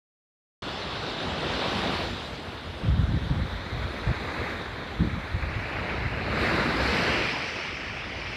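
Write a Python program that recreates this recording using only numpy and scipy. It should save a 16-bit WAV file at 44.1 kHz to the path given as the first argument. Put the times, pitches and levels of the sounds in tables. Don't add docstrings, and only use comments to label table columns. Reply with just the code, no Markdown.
import sys
import numpy as np
from scipy import signal
from scipy.fft import rfft, irfft, next_fast_len
from scipy.io import wavfile
from scipy.ndimage import uniform_filter1d, map_coordinates

SR = 44100
rng = np.random.default_rng(int(sys.argv[2]) if len(sys.argv) > 2 else 0)


def wav_out(sig):
    wavfile.write(sys.argv[1], SR, np.round(np.clip(np.atleast_2d(sig).T, -1, 1) * 32767).astype(np.int16))


N = 368676
BAND_LIMIT_HZ = 14250


# time of full strength in seconds, length of the tumble in seconds,
# build-up in dB per second, roar level in dB, spray level in dB.
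BREAKING_WAVES = [(1.68, 0.26, 8.5, -29, -36.5), (4.3, 0.21, 17.5, -35.5, -58),
                  (5.87, 0.13, 27, -35.5, -68), (6.43, .18, 36.5, -26.5, -41.5),
                  (6.83, 0.32, 37, -27, -35.5)]
# time of full strength in seconds, length in seconds,
# build-up in dB per second, foam level in dB, share of the fizz that carries, spray level in dB.
SWASHES = [(.62, 0.42, 17, -54, .2, -40.5), (1.6, 0.21, 14, -46.5, .3, -48), (3.2, 0.71, 20, -64, .2, -52),
           (3.848, 0.29, 20, -43.5, 0.36, -67), (5.616, 0.19, 15, -40.5, .05, -72),
           (7.0, 0.45, 32, -35.5, 0.86, -42.5), (8.31, 0.067, 40, -40.5, .95, -46)]

def surf_levels(t, far_roar_db=-39, far_foam_db=-61, far_spray_db=-55.5):
    roars, foams, fizzes, sprays = [far_roar_db], [far_foam_db], [], [far_spray_db]
    for start, length, build, roar_db, spray_db in BREAKING_WAVES:
        roars.append(roar_db + surge(t, start, length, build, fall_db_per_s=43))
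        sprays.append(spray_db + surge(t, start, length, 1.8 * build, fall_db_per_s=30.5))
    for start, length, build, foam_db, fizz_share, spray_db in SWASHES:
        run_db = surge(t, start, length, build, fall_db_per_s=7.5, drag_db_per_s2=1)
        foams.append(foam_db + run_db)
        fizzes.append(foam_db + run_db + 20 * np.log10(np.clip(fizz_share, 1e-6, 1)))
        sprays.append(spray_db + run_db)
    return power_sum(roars), power_sum(foams), power_sum(fizzes), power_sum(sprays)


# frequency in Hz, relative level in dB.
ROAR_SPECTRUM = [(17, -46), (35, -11), (60, -4), (150, 2.5), (350, -0.5), (800, -4), (1500, -6.5),
                 (2500, -9.5), (4000, -15), (5000, -27), (6500, -37.5), (9000, -59), (14000, -67)]

def roar(level_db):
    gurgle = amp(-15) * bubbles(count=3000, centre_hz=858, spread=0.553, cycles=32, scatter_db=1, size=640)
    return amp(level_db + 0.07 * wobble(18)) * coloured(churn(patchy_db=1.16) + gurgle, ROAR_SPECTRUM)


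# frequency in Hz, relative level in dB.
FOAM_SPECTRUM = [(150, -44), (300, -10.5), (900, 1.5), (1600, -7), (2300, -2.5), (3200, -6.5), (4200, -16),
                 (5300, -8.5), (6800, -23), (9000, -56), (14000, -59)]

def foam(level_db, fizz_db, side_db=-6):
    seethe = amp(-6) * bubbles(count=9500, centre_hz=2403, spread=0.391, cycles=34, scatter_db=2, size=300)
    sheet = coloured(churn(patchy_db=3) + seethe, FOAM_SPECTRUM) * amp([[0], [side_db]])
    fizz = filtered(sheet, lambda hz: along([(3500, 0.01), (4800, 0.76)], hz))
    carry = amp(fizz_db - level_db)
    return amp(level_db + 0.084 * wobble(25)) * (sheet + (carry - 1) * fizz)


# frequency in Hz, relative level in dB.
SPRAY_SPECTRUM = [(500, -59), (1000, -20), (2500, -10.5), (3700, -1), (5000, -12.5), (6500, -24),
                  (8200, -27), (11000, -35), (14000, -37.5)]

def spray(level_db):
    patter = amp(-12) * bubbles(count=7000, centre_hz=5500, spread=0.34, cycles=4, scatter_db=2, size=64)
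    return amp(level_db + 0.32 * wobble(20)) * coloured(churn(patchy_db=2.35) + patter, SPRAY_SPECTRUM)


def churn(patchy_db):
    spectra = signal.stft(rng.standard_normal((2, N)), nperseg=512)[2]
    patches = uniform_filter1d(rng.standard_normal(spectra.shape[1:]), size=7, axis=0)
    patches = uniform_filter1d(patches, size=10, axis=1)
    return unit(signal.istft(spectra * amp(patchy_db * unit(patches)), nperseg=512)[1][:, :N])


def bubbles(count, centre_hz, spread, cycles, scatter_db, size):
    start, rank = rng.random((count, 2)).T[:, :, None]
    hz = np.clip(centre_hz * np.exp(spread * rng.standard_normal((count, 1))), 200, BAND_LIMIT_HZ)
    k = np.arange(size)
    turns = hz * k / SR
    age = turns / cycles
    strength = amp(-scatter_db * np.log(1 - .995 * rank))
    envelope = strength * np.exp(-3 * age) * (1 - k / size)
    ring = envelope * np.sin(2 * np.pi * turns * (1 + 0.063 * np.minimum(age, 2)))
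    samples = (start * N).astype(int) + k
    return unit(np.bincount(samples.ravel(), ring.ravel(), N)[:N])


# time in seconds, frequency of the first deep notch in Hz.
NOTCH_PATH = [(0.62, 2160), (2.75, 2110), (3.1, 2650), (4.3, 3020), (5.15, 2800), (5.7, 3370), (6.6, 3320),
              (7.35, 3780), (8.36, 3820)]
# frequency in Hz, share that reaches the microphone.
ECHO_SHARE = [(600, 0.16), (1800, 1), (3000, 1.0), (5000, 0.47), (9000, 0.11), (13000, .02)]

def close_reflection(x, spacing=0.83, onset_hz=2020, growth_hz=755):
    hz, t, spectra = signal.stft(x, SR, nperseg=512)
    notch_hz = curve(NOTCH_PATH, t)
    strength = 0.69 * (1 - np.exp(-np.maximum(notch_hz - onset_hz, 0) / growth_hz))
    lag_cycles = (hz[:, None] / notch_hz - 1) / spacing
    echo = strength * along(ECHO_SHARE, hz)[:, None] * np.exp(-2j * np.pi * lag_cycles)
    return signal.istft(spectra * (1 - echo), SR, nperseg=512)[1][:, :N]


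# time in seconds, base lift of the treble in dB.
TREBLE_DRIFT = [(.62, -5.5), (1.5, -7), (2.3, 4.5), (4.3, 4.5), (5.0, 6.5), (5.4, 6), (6.2, -2), (6.5, 2.5),
                (8.36, -5)]
# frequency in Hz, gain of the side signal in dB.
SIDE_GAIN = [(3950, -80), (4150, -28), (5200, -14), (6200, -9.5), (7500, -4), (13000, -3.5)]

def sea(hiss_follows=0.81, even_db=9.5):
    t = np.arange(N) / SR
    roar_db, foam_db, fizz_db, spray_db = surf_levels(t)
    water = close_reflection(roar(roar_db) + foam(foam_db, fizz_db) + spray(spray_db))
    lift_db = curve(TREBLE_DRIFT, t) + hiss_follows * (roar_db - spray_db - even_db)
    treble = filtered(water, lambda hz: along([(5500, 0.043), (11500, 0.78)], hz))
    mid, side = water + (amp(lift_db) - 1) * treble
    side = filtered(side, lambda hz: amp(along(SIDE_GAIN, hz)))
    return np.array([mid + side, mid - side])


# start in seconds, length in seconds, level in dB, centre frequency in Hz.
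FALLING_CRESTS = [(1.806, .13, -38.5, 740), (5.719, 0.052, -39.5, 2300), (5.877, 0.021, -35.5, 2300),
                  (6.416, 0.05, -31, 1850), (6.54, 0.2, -34, 240), (7.088, 0.14, -34, 2330)]

def crests(width_octaves=0.34):
    out, t = np.zeros(N + SR), np.arange(SR // 2) / SR
    hz = np.fft.rfftfreq(len(t), 1 / SR)
    for start, length, db, centre_hz in FALLING_CRESTS:
        band = np.exp(-.5 * (np.log2((hz + 1) / centre_hz) / width_octaves) ** 2)
        cloud = unit(irfft(band * rfft(rng.standard_normal(len(t))), len(t)))
        swell = burst(t, length, rise_s=0.0089, fall_s=0.037)
        out[round(start * SR):][:len(t)] += amp(db) * cloud * swell
    return out[:N]


# start in seconds, length in seconds, level in dB, upper edge in Hz.
WIND_GUSTS = [(2.835, 0.02, -24.5, 110), (2.871, 0.0059, -19.5, 230), (2.879, 0.077, -20, 78),
              (2.969, 0.076, -20.5, 107), (3.073, 0.11, -26, 146), (3.134, 0.0081, -19.5, 240),
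              (3.197, 0.075, -30.5, 170), (3.299, 0.018, -19.5, 121), (3.329, 0.12, -27, 121),
              (3.724, 0.13, -34.5, 110), (4.06, 0.058, -23, 110), (4.99, 0.085, -22.5, 224),
              (5.098, .09, -31.5, 190), (5.338, 0.043, -26, 85), (5.405, 0.1, -31, 99),
              (5.559, 0.029, -27, 110), (6.05, 0.02, -27, 89)]

def gusts(low_hz=48, slope=2.68):
    out, t = np.zeros(N + SR), np.arange(SR // 2) / SR
    hz = np.fft.rfftfreq(len(t), 1 / SR)
    low_cut = (hz / low_hz) ** 3 / np.sqrt(1 + (hz / low_hz) ** 6)
    for start, length, db, edge_hz in WIND_GUSTS:
        band = low_cut / np.sqrt(1 + (hz / edge_hz) ** (2 * slope))
        band *= amp(along([(300, 7), (900, -20)], hz))
        eddies = irfft(band * np.exp(2j * np.pi * rng.random(len(hz))), len(t))
        swell = burst(t, length, rise_s=0.0037, fall_s=0.01)
        out[round(start * SR):][:len(t)] += amp(db) * unit(eddies * swell) * np.sqrt(np.mean(swell ** 2))
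    return out[:N]


# time in seconds, level in dB.
BREEZE_LEVEL = [(0.62, -45.5), (1.95, -40.5), (2.35, -45), (3.5, -36), (4.85, -42.5), (5.5, -35.5),
                (6.25, -37), (6.7, -33), (7.2, -39), (7.5, -52.5), (8.1, -40)]
# frequency in Hz, relative level in dB.
RUMBLE_SPECTRUM = [(15, -52), (30, -20), (55, 2.5), (90, 1), (160, -13), (280, -25), (500, -29),
                   (1000, -60)]

def breeze():
    rumble = amp(2.8 * wobble(18)) * coloured(rng.standard_normal(N), RUMBLE_SPECTRUM)
    return amp(curve(BREEZE_LEVEL, np.arange(N) / SR)) * unit(rumble)


def burst(t, length, rise_s, fall_s):
    return (1 - np.exp(-t / rise_s)) * np.exp(-np.maximum(t - length, 0) / fall_s)


def surge(t, start, length, rise_db_per_s, fall_db_per_s, drag_db_per_s2=0):
    before, after = np.maximum(start - t, 0), np.maximum(t - start - length, 0)
    return -rise_db_per_s * before - fall_db_per_s * after - drag_db_per_s2 * after ** 2


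def power_sum(levels_db):
    return 10 * np.log10(sum(amp(db) ** 2 for db in levels_db))


def amp(db):
    return 10 ** (np.asarray(db) / 20)


def unit(x):
    return x / np.sqrt(np.mean(x ** 2) + 1e-20)


def along(points, hz):
    knots_hz, values = np.transpose(points)
    return np.interp(np.log(hz + 1), np.log(knots_hz), values)


def curve(points, t):
    return np.interp(t, *np.transpose(points))


def wobble(rate):
    return map_coordinates(rng.standard_normal(int(N * rate / SR) + 4), [np.arange(N) * rate / SR])


def filtered(x, response):
    size = next_fast_len(N + 8192)
    return irfft(rfft(x, size) * response(np.fft.rfftfreq(size, 1 / SR)), size)[..., :N]


def coloured(x, spectrum):
    return unit(filtered(x, lambda hz: amp(along(spectrum, hz))))


def scene():
    return sea() + breeze() + gusts() + crests()


def record(dry, low_cut_hz=36, opens_s=0.621):
    opening = np.clip((np.arange(N) / SR - opens_s) / .0012, 0, 1)
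    heard = filtered(dry, lambda hz: hz ** 4 / np.sqrt(hz ** 8 + low_cut_hz ** 8))
    return filtered(heard * opening, lambda hz: hz < BAND_LIMIT_HZ)


dry = scene()
out = record(dry)
wav_out(out)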